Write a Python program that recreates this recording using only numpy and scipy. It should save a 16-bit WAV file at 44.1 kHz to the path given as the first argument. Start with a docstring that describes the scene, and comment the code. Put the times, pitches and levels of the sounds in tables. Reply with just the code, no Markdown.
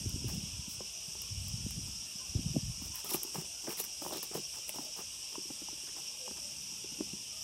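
"""Cicadas around a yard, with handling close by

Cicadas buzz steadily in the trees, heard from a handheld phone: trains of clicks coloured by hollow bodies.
A light breeze buffets the microphone, mostly in the first three seconds, as shaped noise and single eddies.
Close to the microphone, mostly after that, come gritty rubbing scuffs and a dry crackle made of random clicks,
sharp bright ticks made of noise bursts, and soft knocks of fingers that ring the case's modes.
Behind lie a few faint far-off tones and a patchy outdoor background of filtered noise."""
import sys
import numpy as np
from scipy import signal
from scipy.fft import rfft, irfft
from scipy.io import wavfile
from scipy.ndimage import uniform_filter1d

SR = 44100
rng = np.random.default_rng(int(sys.argv[2]) if len(sys.argv) > 2 else 0)


def materialize(psi):
    """Save the field psi as 16-bit PCM at rate SR to the path in sys.argv[1].

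    A 1-D psi becomes a single channel; in a 2-D psi each row is a channel.
    """
    bounded = np.clip(np.atleast_2d(psi).T, -1, 1)
    quanta = np.round(bounded * 32767).astype(np.int16)
    wavfile.write(sys.argv[1], SR, quanta)


N = 327663
TIME = np.arange(N) / SR
YARD_T60 = 0.31  # s


def gain_of(db):
    """Decibels to amplitude."""
    return 10 ** (np.asarray(db) / 20)


def evened(x):
    """Scales to rms 1."""
    return x / np.sqrt(np.mean(x ** 2) + 1e-20)


def read(points, hz):
    """A spectrum's level at any frequency, interpolated over log frequency."""
    f, level = np.transpose(points)
    return np.interp(np.log(hz + 1), np.log(f + 1), level)


def add(mix, s, sound):
    """Adds a sound to the mix from time s, or from the very start if s is negative."""
    part = mix[max(round(s * SR), 0):][:len(sound)]
    part += sound[:len(part)]


def colour(x, points, size=8192):
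    """Causal minimum-phase filter with the given spectrum, falling 60 dB per octave beyond its ends."""
    hz = abs(np.fft.fftfreq(size, 1 / SR)) + 1
    octaves_outside = abs(np.log2(hz / np.clip(hz, points[0][0], points[-1][0])))
    level_db = np.maximum(read(points, hz) - 60 * octaves_outside, -100)
    log_gain = np.log(gain_of(level_db))
    response = np.exp(np.conj(signal.hilbert(log_gain)))
    taps = np.fft.ifft(response).real[:size // 2]
    return signal.oaconvolve(x, taps)[:len(x)]


def wander(rate):
    """Slow chance of rms 1, with changes up to about the given rate in Hz."""
    hz = np.fft.rfftfreq(N, 1 / SR)
    count = np.count_nonzero(hz < 300)
    spectrum = rfft(rng.standard_normal(4 * count))  # drawn coarsely, then interpolated
    slow = irfft(spectrum / (1 + (np.arange(2 * count + 1) * hz[1] / rate) ** 4))
    return evened(np.interp(TIME, np.linspace(0, TIME[-1], len(slow)), slow - slow.mean()))


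def grains(per_s, spread_db):
    """Random clicks of very uneven size."""
    size = gain_of(spread_db * np.minimum(rng.exponential(1, N), 4))
    return size * rng.choice([-1, 1], N) * (rng.random(N) < per_s / SR)


def patchy(x, depth_db, size, count):
    """Narrow patches of the spectrum swell and fade by chance, each lasting count frames of the given size."""
    overlap = size - size // 4
    z = signal.stft(x, nperseg=size, noverlap=overlap)[2]
    across_pitch = uniform_filter1d(rng.standard_normal(z.shape), size=5, axis=0)
    patches = evened(uniform_filter1d(across_pitch, size=count, axis=1))
    return signal.istft(z * gain_of(depth_db * patches), nperseg=size, noverlap=overlap)[1][:N]


def scatter(x, t60):
    """Dense echoes from leaves, walls and ground: a decaying noise tail."""
    t = TIME[:SR // 2]
    tail = rng.standard_normal(len(t)) * gain_of(-60 * t / t60)
    return irfft(rfft(x, 2 * N) * rfft(tail / np.linalg.norm(tail), 2 * N))[:N]


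def tymbals(throb, ring_turns, drift=.006):
    """Each cicada's tymbals buckle in a fast train of short noisy clicks that throbs in syllables."""
    # one row a cicada: [clicks/per s, syllables/per s, relative level/dB, direct share of its power/0-1]
    singers = [(233, 4.9, -7.5, 0.86), (228, 22, -7, 0.06), (228.4, 6.4, -9, 0.24), (249, 44, -7.5, 0.13),
               (228.8, 2.7, -7, 0.11)]
    out = np.zeros(N)
    for clicks, syllables, db, direct in singers:
        turns = np.cumsum(clicks * (1 + drift * wander(2))) / SR
        syllable_turns = np.cumsum(syllables * (1 + 0.137 * wander(2.18))) / SR
        swing = 1 + throb * np.sin(2 * np.pi * syllable_turns)
        ringing = np.exp(-(turns % 1) / ring_turns)  # decay counted in click periods
        near = evened(ringing * rng.standard_normal(N))
        smeared = rng.standard_normal(N)  # foliage blurs the clicks but spares the syllables
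        share = np.clip(direct, 0, 1)
        out += gain_of(db) * swing * (np.sqrt(share) * near + np.sqrt(1 - share) * smeared)
    return out


def cicadas(main_db=-45, low_db=-54.5, top_db=-52, waver_db=0.5, patch_db=1.29):
    """The clicks ring hollow bodies: a strong peak near 5.5 kHz between two softer humps.

    The song's narrow bands swell and fade by chance."""
    # the song's main, lower and top humps: [f/Hz, relative level/dB per Hz]
    main_song = [(4000, -27), (4400, -20.5), (4750, -12.5), (5050, -5), (5520, 0.5), (5850, -1),
                 (6250, -9.5), (6750, -11.5), (7200, -16), (7800, -23.5)]
    low_song = [(1120, -35), (1900, -21.5), (2180, -10), (2360, -1.5), (2790, 7), (3320, 3.5), (3880, -3),
                (4260, -7.5), (4400, -12), (5720, -44), (9680, -120)]
    top_song = [(6500, -14), (7300, -8), (7950, -1.5), (8200, 0.5), (8800, -2), (9300, -6), (9800, -11),
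                (11600, -9.5), (12300, -12.5), (13000, -30), (14400, -14), (15700, -41)]
    main = gain_of(main_db) * evened(colour(tymbals(throb=0.19, ring_turns=0.32), main_song))
    low = evened(colour(tymbals(throb=0.091, ring_turns=0.55), low_song))
    low = low * gain_of(low_db + waver_db * wander(2.7))
    top = evened(colour(tymbals(throb=0.24, ring_turns=0.95), top_song))
    top = top * gain_of(top_db + waver_db * wander(1.7))
    return patchy(main + low + top, depth_db=patch_db, size=1024, count=6)


def stroke(start, length, attack_s=0.0056, release_s=0.014, settle_db=-24, settle_s=0.029):
    """Pressure of the rub: it rises quickly, holds, lets go quickly, and leaves a faint longer tail."""
    after = np.maximum(TIME - start - length, 0)
    settle = gain_of(settle_db)
    release = (1 - settle) * np.exp(-after / release_s) + settle * np.exp(-after / settle_s)
    return np.clip((TIME - start) / attack_s, 0, 1) * release


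def scuffs(scrape_db=0.0, rasp_db=1.0, grit_db=4.0, shift_db=4.0, clump_db=1.5, catch_db=3):
    """Tiny slips under pressure: a dull scrape and dry rasp of shifting tone, and fine grit in uneven clumps."""
    # rubbing scuffs close to the microphone: [start t/s, length/s,
    # then level/dB before trim of scrape, rasp and grit]
    rubs = [(0.274, 0.023, -58, -55.5, -52.5), (0.314, 0.041, -59, -71, -59), (0.682, 0.058, -80, -85, -56),
            (1.866, 0.024, -62, -74, -75), (2.813, 0.057, -61.5, -67.5, -59),
            (2.937, 0.064, -75, -57.5, -55.5), (3.041, 0.046, -52, -61, -52),
            (3.092, 0.063, -47.5, -54, -44), (3.13, 0.013, -49, -50, -43), (3.212, 0.069, -60.5, -69, -68),
            (3.339, 0.032, -50.5, -53, -54), (3.372, 0.041, -60, -61, -58), (3.624, 0.05, -57.5, -67, -66),
            (3.666, 0.042, -48, -53, -60), (3.688, 0.038, -52, -49, -50), (3.768, 0.02, -55, -52.5, -46),
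            (3.787, 0.02, -54, -51, -42), (3.832, 0.011, -60, -54, -57), (4.014, 0.086, -51, -67, -53),
            (4.118, 0.043, -46, -58, -56), (4.169, 0.015, -57, -59, -55), (4.224, 0.013, -54, -60, -49),
            (4.31, 0.049, -52, -61, -66), (4.338, 0.04, -53, -58, -51.5), (4.532, 0.048, -58.5, -58, -63),
            (4.674, 0.023, -62, -75, -55), (4.738, 0.034, -54, -63, -58), (4.784, 0.072, -60, -79, -62),
            (4.962, 0.045, -51.5, -58, -57), (5.319, 0.027, -56, -66, -72), (5.868, 0.019, -60, -60, -74),
            (5.952, 0.044, -55, -63.5, -77), (6.353, 0.039, -57, -66, -75)]
    # colour of the dull scrape, dry rasp and fine grit: [f/Hz, relative level/dB per Hz]
    scrape_colour = [(130, -1), (200, 0.5), (290, 3.5), (390, 8.5), (500, -1), (660, 1.5), (860, 4.5),
                     (1080, -5), (1280, -4), (1600, -20.5)]
    rasp_colour = [(900, 6), (1400, 0.5), (2000, 1.5), (2800, -1.5), (3600, -28), (5500, 6)]
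    grit_colour = [(2200, -10.5), (4000, -5), (8000, -4), (11500, 0.5), (14000, -1), (16000, 0)]
    catch = gain_of(catch_db * np.tanh(wander(80)))  # the rub catches and slips, thinning the sound
    scrape = colour(catch * grains(per_s=520, spread_db=2.0), scrape_colour)
    scrape = evened(patchy(scrape, depth_db=shift_db, size=1024, count=3))
    rasp = colour(grains(per_s=2600, spread_db=5.0), rasp_colour)
    rasp = evened(patchy(rasp, depth_db=shift_db, size=512, count=3))
    grit = colour(grains(per_s=13000, spread_db=5.0), grit_colour)
    grit = evened(grit * gain_of(clump_db * wander(90)))
    pressure = np.array([stroke(start, length) for start, length, *_ in rubs])
    # overlapping scuffs add in power
    dull, dry, fine = np.sqrt(gain_of(np.transpose(rubs)[2:]) ** 2 @ pressure ** 2)
    return gain_of(scrape_db) * dull * scrape + gain_of(rasp_db) * dry * rasp + gain_of(grit_db) * fine * grit


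def crackle():
    """A dry mid-high crackle, as random clicks, during some scuffs."""
    # crackles: [start t/s, length/s, level/dB]
    crackles = [(3.094, 0.046, -57), (3.784, 0.017, -46), (4.114, 0.068, -51.5), (4.34, 0.034, -53)]
    # colour of the crackle: [f/Hz, relative level/dB per Hz]
    crackle_colour = [(2400, -11), (3200, -8), (4000, -5), (4800, -12), (7000, -9)]
    steady = evened(colour(grains(per_s=1100, spread_db=3.0), crackle_colour))
    return steady * sum(gain_of(db) * stroke(start, length) for start, length, db in crackles)


def ticks(tick_db=-2.5, rattle_db=-21, rattle_s=0.012, pitch_spread=0.032):
    """Sharp bright ticks, each with a lower clack and brief rattle, varying slightly in pitch."""
    # ticks: [t/s, snap's peak level/dB before trim, clack's level against the snap/dB]
    hits = [(0.094, -30, -16), (1.219, -26, -10), (1.483, -27, -35), (1.708, -29, -9), (2.852, -38, -22),
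            (2.957, -22, -16), (3.046, -26, -19), (3.093, -25, -8), (3.111, -32, -15), (3.1405, -25, -12),
            (3.1437, -16.5, -12), (3.147, -24, -13), (3.159, -28, -18), (3.233, -15.5, -26),
            (3.355, -42, -1), (3.706, -33, 3), (3.721, -34, -15), (3.782, -28, -18), (3.8, -18.5, -24),
            (3.802, -19, -18), (3.806, -31, -13), (3.8118, -24, -28), (3.84, -25, -8), (3.849, -25, -16),
            (4.135, -25, -24), (4.17, -26, -18), (4.2295, -22, -15), (4.369, -38, -18), (4.693, -20.5, -7)]
    # colour of the bright snap and the lower clack: [f/Hz, relative level/dB per Hz]
    snap_colour = [(2000, -31), (3500, -31), (7000, -11), (9500, -3.5), (12000, 0), (14000, -2.5),
                   (15500, -2.5)]
    clack_colour = [(600, -3), (1200, 3), (1600, -23.5), (2100, 0.5), (2800, 9.5), (4200, -21), (6000, 1.5)]
    out, t = np.zeros(N), TIME[:SR // 16]
    crack = np.exp(-t / .0007)
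    shape = crack + gain_of(rattle_db) * np.exp(-t / rattle_s)
    for (s, db, clack_db), noise in zip(hits, rng.standard_normal((len(hits), len(t)))):
        pitch = [np.exp(rng.uniform(-pitch_spread, pitch_spread)), 1]  # scales the frequencies only
        snap = colour(noise * shape, np.multiply(snap_colour, pitch))
        clack = colour(noise * shape, np.multiply(clack_colour, pitch))
        tick = snap / abs(snap).max() + gain_of(clack_db) * clack / abs(clack).max()
        add(out, s, gain_of(db + tick_db) * tick)
    return out


def knocks(split_hz=450, thud_turns=0.95, damping=1.14, contact_s=0.0023, grip=0.06, click_db=7, spot_db=5.5):
    """A finger's touch thuds for a few swings and rings the case; a harder one clicks and excites upper modes."""
    # touches: [t/s, peak level/dB, thud f/Hz, hardness as level on click and upper modes/dB]
    touches = [(0.805, -36, 534, -13), (1.151, -46.5, 600, -8), (3.043, -43, 380, -8),
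               (3.116, -37, 865, -13), (3.144, -27.5, 358, -14), (3.248, -43, 350, -30),
               (3.348, -41, 605, -16), (3.356, -32, 840, -17), (3.381, -32, 161, -28),
               (3.418, -46, 332, -10), (3.442, -49, 191, -8), (3.675, -39, 497, -3),
               (3.681, -34.5, 332, -28), (3.697, -42, 410, -10), (3.799, -36.5, 436, -13.5),
               (4.019, -38, 293, -3), (4.034, -43, 332, -10), (4.049, -39.5, 920, -8),
               (4.063, -28.5, 830, -11), (4.08, -43, 600, -8), (4.094, -41, 400, -6),
               (4.107, -39, 870, -14), (4.11, -41, 940, -10), (4.132, -37, 390, -8), (4.147, -45, 700, -12),
               (4.16, -39.5, 295, -12), (4.177, -41, 384, -20), (4.188, -46, 372, -24),
               (4.229, -48, 490, -14), (4.312, -40, 380, -16), (4.3515, -27, 420, -15),
               (4.372, -41.5, 405, -22), (4.378, -34, 423, -26), (4.394, -44, 330, -26),
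               (4.692, -38.5, 613, -5), (4.757, -41, 278, -8), (4.782, -34.5, 278, 6),
               (4.79, -37, 284, -29), (4.988, -39, 835, -11), (5.354, -36, 980, -5), (5.38, -35, 324, -22),
               (5.454, -48.5, 340, -30), (5.502, -39, 290, -14), (5.618, -43, 312, -18),
               (5.685, -40, 850, -12), (5.728, -45, 320, -20), (5.835, -49, 355, -24),
               (6.278, -36, 900, -15), (6.308, -43, 255, -4), (6.719, -48, 320, -14),
               (6.843, -41.5, 346, -17), (6.921, -45, 260, -13), (6.987, -43, 302, -24),
               (7.006, -25.5, 304, -21), (7.131, -35.5, 192, -28)]
    # modes the case rings with: [f/Hz, relative level/dB, t60/s]
    modes = [(152, -13.5, 0.11), (199.5, -18, 0.24), (273, -17, 0.096), (368.5, -8, 0.078),
             (543, 5.5, 0.033), (624, 6.5, 0.025), (860, 8, 0.028), (1014, 0, 0.039), (1220, -18, 0.013),
             (1607, -17, 0.03)]
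    # colour of the contact click: [f/Hz, relative level/dB per Hz]
    contact_colour = [(300, -7.5), (700, 4.5), (1100, 0), (1500, -4.5), (1900, -9), (2600, -22)]
    out, t = np.zeros(N), TIME[:SR // 8]
    hz, mode_db, t60 = np.transpose(modes)[:, :, None]
    click = colour(signal.unit_impulse(len(t)), contact_colour)
    click = click / abs(click).max()
    for s, db, thud_hz, hardness in touches:
        detune, phase, spot = 2 * rng.random((3, len(modes), 1)) - 1
        # the grip detunes the modes a little
        swing = np.sin(2 * np.pi * hz * (1 + grip * detune) * t + np.pi * phase)
        level = mode_db + spot_db * spot + hardness * (hz > split_hz)  # each spot favours other modes
        ring = (gain_of(level) * np.exp(-np.log(1000) * t / t60) * swing).sum(0)
        age = thud_hz * t / thud_turns
        thud = (age * np.exp(1 - age)) ** damping * np.sin(2 * np.pi * thud_hz * t)
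        knock = thud + ring * (1 - np.exp(-(t / contact_s) ** 2))  # the ring grows in over the contact
        add(knock, 1 / thud_hz, gain_of(click_db + hardness) * click)  # one thud swing after the touch
        add(out, s, gain_of(db) * knock / abs(knock).max())
    return out


def breeze(rumble_db=-2, flutter_db=-6, sag=0.1484):
    """Lumpy turbulence at the port, and single eddies: a few swings of pressure that slow as they pass."""
    # gusts on the microphone: [strongest t/s, rumble level/dB and flutter level/dB before trim,
    # build-up/s, dying away/s]
    gusts = [(0.07, -43.5, -44, 0.26, 0.46), (0.259, -44.5, -41, 0.042, 0.14),
             (0.55, -54.5, -77, 0.13, 0.11), (1.56, -41, -57, 0.27, 0.31), (1.775, -45.5, -44, 0.027, 0.04),
             (1.87, -47, -49.5, 0.034, 0.042), (2.305, -46.5, -70, 0.022, 0.025),
             (2.37, -37, -36.5, 0.02, 0.039), (2.47, -40, -44.5, 0.053, 0.061),
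             (2.555, -47, -30, 0.011, 0.03), (2.67, -39, -60, 0.064, 0.045),
             (2.83, -46.5, -63, 0.078, 0.096), (6.7, -73, -57, 0.46, 0.38), (7.08, -63, -57.5, 0.12, 0.27)]
    # colour of the rumble and the finer flutter: [f/Hz, relative level/dB per Hz]
    rumble_colour = [(22, -31), (45, 5), (75, 11.5), (140, 1.5), (220, -3.5), (310, -29), (420, -34),
                     (600, -37), (900, -42)]
    flutter_colour = [(130, 0.5), (190, 0.5), (270, -4), (360, -12.5), (480, -20), (700, -24), (1000, -45)]
    # the strongest eddies: [middle t/s, peak level/dB, centre f/Hz, length/swings]
    eddies = [(0.038, -32.5, 256, .6), (0.05, -35, 130, .9), (0.074, -29, 92, .7), (0.145, -29, 95, .55),
              (0.162, -29.5, 230, .5), (0.246, -32, 300, .7), (0.264, -29.5, 115, 1.9),
              (0.345, -36, 160, 2.2), (0.381, -29.5, 168, .7), (0.439, -34.5, 164, .7),
              (0.543, -39, 89, .7), (0.597, -34.5, 110, .55), (0.683, -37, 197, .55), (0.787, -44, 110, 1),
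              (1.086, -42.5, 149, .7), (1.325, -36, 104, .8), (1.41, -39, 90, 2.2),
              (1.543, -29.5, 123, .65), (1.652, -31, 92, .6), (1.664, -42, 400, .7), (1.668, -28, 170, .55),
              (1.778, -40, 165, 1.8), (1.837, -37, 110, .6), (2.159, -42.5, 178, .7), (2.354, -33, 270, .7),
              (2.362, -23.5, 102, .55), (2.396, -29, 230, .8), (2.466, -25, 150, .8),
              (2.512, -33, 140, 1.5), (2.549, -34, 290, 1), (2.564, -30, 580, 1.1), (2.568, -19, 235, .7),
              (2.581, -30, 110, .6), (2.634, -35, 164, .9), (2.701, -27.5, 120, .5), (2.825, -38, 223, .9),
              (2.904, -47, 210, .6)]
    # each gust is a lopsided bell; they add in power
    wind = np.array([np.exp(-((TIME - s) / np.where(TIME < s, rise, fall)) ** 2)
                     for s, _, _, rise, fall in gusts])
    low, high = np.sqrt(gain_of(np.transpose(gusts)[1:3]) ** 2 @ wind ** 2)
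    rumble = evened(colour(grains(per_s=720, spread_db=3.0), rumble_colour))
    flutter = evened(colour(grains(per_s=1200, spread_db=4.0), flutter_colour))
    out = gain_of(rumble_db) * low * rumble + gain_of(flutter_db) * high * flutter
    t = TIME[:SR // 8] - TIME[SR // 16]
    for (s, db, hz, swings), phase in zip(eddies, rng.uniform(-np.pi, np.pi, len(eddies))):
        passing = hz * t / swings
        turns = np.cumsum(hz * (1 - sag * np.tanh(passing))) / SR
        eddy = np.cos(2 * np.pi * turns + phase) * np.exp(-passing ** 2)
        add(out, s + t[0], gain_of(db) * eddy)
    return out


def far_tones(tone_db=6.0, arch=0.06, blur_hz=32, echo_db=-5):
    """Faint tones that rise and fall in pitch, blurred into narrow hums on their way across the trees."""
    # far-off tones: [middle t/s, length/s, highest f/Hz before blur, level/dB before trim and echo]
    calls = [(2.222, 0.063, 1050, -66.5), (2.952, 0.18, 1020, -72.5), (4.862, .14, 637, -69),
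             (6.24, 0.13, 515, -65.5), (6.47, .26, 584, -72.5), (7.375, 0.16, 635, -75),
             (7.355, .16, 1230, -77)]
    out = np.zeros(N)
    blur = wander(blur_hz) + 1j * wander(blur_hz)
    for s, length, hz, db in calls:
        place = np.linspace(-1, 1, round(length * SR))
        turn = np.exp(2j * np.pi * np.cumsum(hz * (1 - arch * place ** 2)) / SR)
        blurred = (turn * np.roll(blur, -round(s * SR))[:len(turn)]).real
        tone = evened(blurred * np.hanning(len(turn)))
        add(out, s - length / 2, gain_of(db + tone_db) * tone)
    return (out + gain_of(echo_db) * scatter(out, YARD_T60)) / np.sqrt(2)


def air(air_db=-61.5, patchy_db=3.0):
    """Faint far-off background: filtered noise whose narrow patches of tone come and go."""
    # colour of the distant outdoors: [f/Hz, relative level/dB per Hz]
    air_colour = [(15, -61), (25, -48), (54, 7), (84, -0.5), (125, 0), (182, -1), (247, -6), (340, -5),
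                  (461, -8.5), (600, -7.5), (1020, -8.5), (1730, -14.5), (2300, -16), (2990, -42),
                  (5060, -120)]
    noise = colour(rng.standard_normal(N), air_colour)
    return gain_of(air_db) * evened(patchy(noise, depth_db=patchy_db, size=2048, count=14))


def scene(echo_db=-17):
    """Close sounds with a little yard echo, under the chorus, the breeze and the distance."""
    close = scuffs() + crackle() + ticks() + knocks()
    echo = gain_of(echo_db) * scatter(close, YARD_T60)
    return (cicadas() + close + echo + breeze() + far_tones() + air())[None]


def record(dry, edge_hz=15850):
    """The phone's band limit: a steep low-pass."""
    taps = signal.firwin(511, edge_hz, window=("kaiser", 9), fs=SR)
    return signal.oaconvolve(dry, taps[None], "same")


dry = scene()
out = record(dry)
materialize(out)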